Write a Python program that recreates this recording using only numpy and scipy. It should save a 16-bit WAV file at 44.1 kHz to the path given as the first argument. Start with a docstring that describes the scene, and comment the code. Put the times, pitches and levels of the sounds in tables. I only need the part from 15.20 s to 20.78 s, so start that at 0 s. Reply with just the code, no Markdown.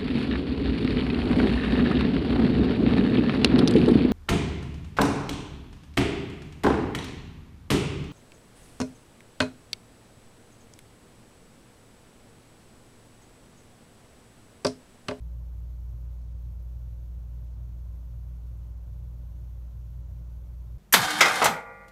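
"""A ceiling fan runs steadily in a quiet bedroom, heard from below.
From the start the motor drones just under mains frequency, its iron hums and throbs at twice the mains,
the housing adds low tones and stirred air rumbles and rushes, over microphone hiss and electrical ticks.
From about 1 s a faint electronic whine cuts out now and then, while the drone slowly eases off.
Near 5 s two thin, brief whistles sound."""
import sys
import numpy as np
from scipy import signal
from scipy.fft import rfft, irfft
from scipy.io import wavfile

SR = 44100
rng = np.random.default_rng(int(sys.argv[2]) if len(sys.argv) > 2 else 0)


def wrap_up_sound(samples):
    """Save the sound to the file named by the first command line argument, as 16-bit audio."""
    columns = np.atleast_2d(samples).T
    # keep every value between -1 and 1, then stretch to whole-number steps
    tamed = np.clip(columns, -1, 1)
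    steps = np.round(tamed * 32767).astype(np.int16)
    wavfile.write(sys.argv[1], SR, steps)


N = 246078
TIME = np.arange(N) / SR
BINS = np.fft.rfftfreq(N, 1 / SR)


def motor(motor_hz=58.96, slip_hz=.015, flutter_db=2.5):
    """Smooth fundamental and faint harmonic buzz, locked to one slightly uneven speed."""
    # motor partials: harmonic, level_db
    harmonics = [(1, -37.5), (3, -74), (4, -93.5), (5, -80), (6, -82), (7, -87), (8, -91), (9, -80),
                 (10, -82.5), (11, -90.5), (14, -96), (15, -89.5), (16, -92), (18, -95), (19, -95.5),
                 (20, -92.5), (21, -89), (23, -92), (24, -98.5), (25, -93), (26, -94.5)]
    # drone contour, applied about its mean: time_s, level_db
    contour = [(0.0, -36.5), (2.13, -37.5), (4.09, -39), (5.58, -39)]
    turns = np.cumsum(motor_hz + slip_hz * wander(2)) / SR
    contour_db = np.interp(TIME, *np.transpose(contour))
    drone = amp(harmonics[0][1] + contour_db - contour_db.mean()) * sine(turns)
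    # moving blades vary the path to the ear: each harmonic flutters on its own
    buzz = sum(amp(db + flutter_db * wander(3)) * sine(k * turns) for k, db in harmonics[1:])
    return drone + buzz


def iron_hum(hum_hz=120, hum_db=-51.5, waver_db=.8, sway_turns=.02):
    """Iron pulled twice per mains cycle; two close, weaker tones beat with it in an uneven throb."""
    # side tones: offset_hz, level_db, crest_s
    beats = [(1.23, -59, .706), (-2.32, -62, 0.37)]
    turns = hum_hz * TIME + sway_turns * wander(3.5) + rng.random()
    tones = amp(hum_db) * np.sin(2 * np.pi * turns)
    for offset_hz, db, crest_s in beats:
        tones += amp(db) * np.sin(2 * np.pi * (turns + offset_hz * (TIME - crest_s)))
    return np.sqrt(2) * tones * amp(waver_db * wander(4))


def housing(flutter_db=.76):
    """Vibrating housing: low tones of steady pitch."""
    # housing tones: pitch_hz, level_db
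    tones = [(40.42, -57.5), (80.85, -63.5), (83.65, -59), (100.56, -57), (125.45, -64.5), (161.67, -57.5),
             (240, -77.5), (242.5, -78), (283, -84.5), (334, -84), (565.5, -85), (1027.5, -91)]
    return sum(amp(db + flutter_db * wander(2.3)) * sine(hz * TIME) for hz, db in tones)


def air(swell_hz=.7, crest_s=.84, swell_db=.8, split_hz=800, eddy_db=.4, throb_hz=11.1, throb_db=.35):
    """Stirred air rumbles; the blade rush rings room and housing, swells in its lows and throbs."""
    # room air spectrum: freq_hz, density_db
    rumble_spectrum = [(24, -92), (32, -91), (38, -76.5), (52, -80.5), (64, -67), (78, -74), (92, -63),
                       (108, -70), (118, -67.5), (132, -81), (143, -77), (165, -81), (188, -98)]
    # spectrum of air over the blades: freq_hz, density_db
    rush_spectrum = [(192, -91.5), (268, -94.5), (440, -96.5), (560, -93.5), (610, -95.5), (770, -101.3),
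                     (860, -99), (910, -101.9), (1020, -100.0), (1200, -105.9), (1500, -107.2),
                     (1800, -112)]
    # room and housing resonances: centre_hz, width_hz, density_db
    resonances = [(206.6, 12, -87), (249, 18, -88.5), (291, 22, -90), (341.7, 30, -90.5), (478, 18, -95.5)]
    rumble = noise(band(rumble_spectrum), gain_db=.3)
    ring = sum(noise(db + peak(hz, width_hz), gain_db=-1.2) for hz, width_hz, db in resonances)
    rush = noise(band(rush_spectrum, skirt_db_per_oct=410)) + ring
    low = irfft(rfft(rush) / (1 + (BINS / split_hz) ** 4), N)
    high = rush - low
    swell = amp(swell_db * np.cos(2 * np.pi * swell_hz * (TIME - crest_s)))
    flutter = amp(eddy_db * wander(14) + throb_db * sine(throb_hz * TIME))
    return rumble + (low * swell + high) * flutter


def hiss(flicker_db=.5):
    """Microphone hiss with a slight flicker."""
    # noise floor: freq_hz, density_db
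    spectrum = [(1815, -111), (2400, -111.8), (4550, -114), (4900, -117.3), (5300, -114.4), (6200, -113),
                (7200, -115.8), (7750, -119.7), (8300, -117.4), (9600, -117.7), (10450, -122.8),
                (11200, -117.4), (12100, -116.5), (15650, -118.8)]
    return noise(band(spectrum, skirt_db_per_oct=399)) * amp(flicker_db * wander(33))


def whistles():
    """Two thin, brief electronic tones."""
    # whistles: start_s, end_s, pitch_hz, wander_hz, level_db
    tones = [(5.025, 5.085, 15060, 90, -81), (5.03, 5.7, 10180, 2, -93.5)]
    return sum(amp(db) * gate(start_s, end_s) * sine(np.cumsum(hz + wander_hz * wander(150)) / SR)
               for start_s, end_s, hz, wander_hz, db in tones)


def whine(whine_hz=12945, core_db=-84, drift_hz=45, jitter_hz=55, fizz_density_db=-111.5):
    """High, unsteady electronic tone in a band of fizz; both drop out together."""
    # dropouts: start_s, end_s
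    gaps = [(.98, 1.18), (2.26, 2.40), (3.53, 3.61), (4.81, 4.87), (5.02, 5.10)]
    fizz = noise(fizz_density_db + peak(whine_hz - 100, width_hz=700))
    pitch_hz = whine_hz + drift_hz * wander(10) + jitter_hz * wander(300)
    core = amp(core_db) * sine(np.cumsum(pitch_hz) / SR)
    muted = sum(gate(start_s, end_s, edge_s=.023) for start_s, end_s in gaps)
    return (fizz + core) * (1 - muted)


def ticks(first_s=.0965, period_s=.1024, half_width_s=.0009, spread_db=2):
    """Electrical ticks: tiny treble bursts, strict in pace, uneven in level."""
    # tick spectrum: freq_hz, density_db
    spectrum = [(4000, -116), (10400, -118), (12500, -107), (15600, -111)]
    from_tick_s = (TIME - first_s + period_s / 2) % period_s - period_s / 2
    bursts = np.exp(-(from_tick_s / half_width_s) ** 2)
    return noise(band(spectrum), gain_db=.5) * bursts * amp(spread_db * wander(10))


def amp(db):
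    """Decibels to gain."""
    return 10 ** (np.asarray(db) / 20)


def wander(hz):
    """Random drift, rms 1, band-limited to about hz."""
    drift = irfft(rfft(rng.standard_normal(N)) * np.exp(-(BINS / hz) ** 2) * (BINS > 0), N)
    return drift / drift.std()


def noise(density_db, gain_db=0):
    """Noise of the given power density (dB in 1 Hz), times a gain."""
    return irfft(rfft(rng.standard_normal(N)) * amp(density_db + gain_db), N) * np.sqrt(SR / 2)


def band(points, skirt_db_per_oct=150):
    """Spectrum in dB through the points, falling off beyond its ends."""
    hz, db = np.transpose(points)
    octave, knots = np.log2(BINS + 1), np.log2(hz + 1)
    outside_oct = abs(octave - np.clip(octave, knots[0], knots[-1]))
    return np.interp(octave, knots, db) - skirt_db_per_oct * outside_oct


def peak(hz, width_hz):
    """Resonance shape in dB; full width taken 6 dB below the top."""
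    return -20 * np.log10(1 + (2 * (BINS - hz) / width_hz) ** 2)


def sine(turns):
    """Tone of rms 1, random start phase."""
    return np.sqrt(2) * np.sin(2 * np.pi * (turns + rng.random()))


def gate(start_s, end_s, edge_s=.012):
    """Unit gate with linear edges."""
    return np.clip(np.minimum(TIME - start_s, end_s - TIME) / edge_s + .5, 0, 1)


def scene():
    """Fan and background at one microphone."""
    return (motor() + iron_hum() + housing() + air() + hiss() + whistles() + whine() + ticks())[None]


def record(dry, cutoff_hz=15760):
    """Short end fades, then a steep low-pass."""
    fades = signal.windows.tukey(N, .003)
    taps = signal.firwin(2047, cutoff_hz, window=("kaiser", 9), fs=SR)
    return signal.oaconvolve(dry * fades, taps[None], "same")


dry = scene()
out = record(dry)
wrap_up_sound(out)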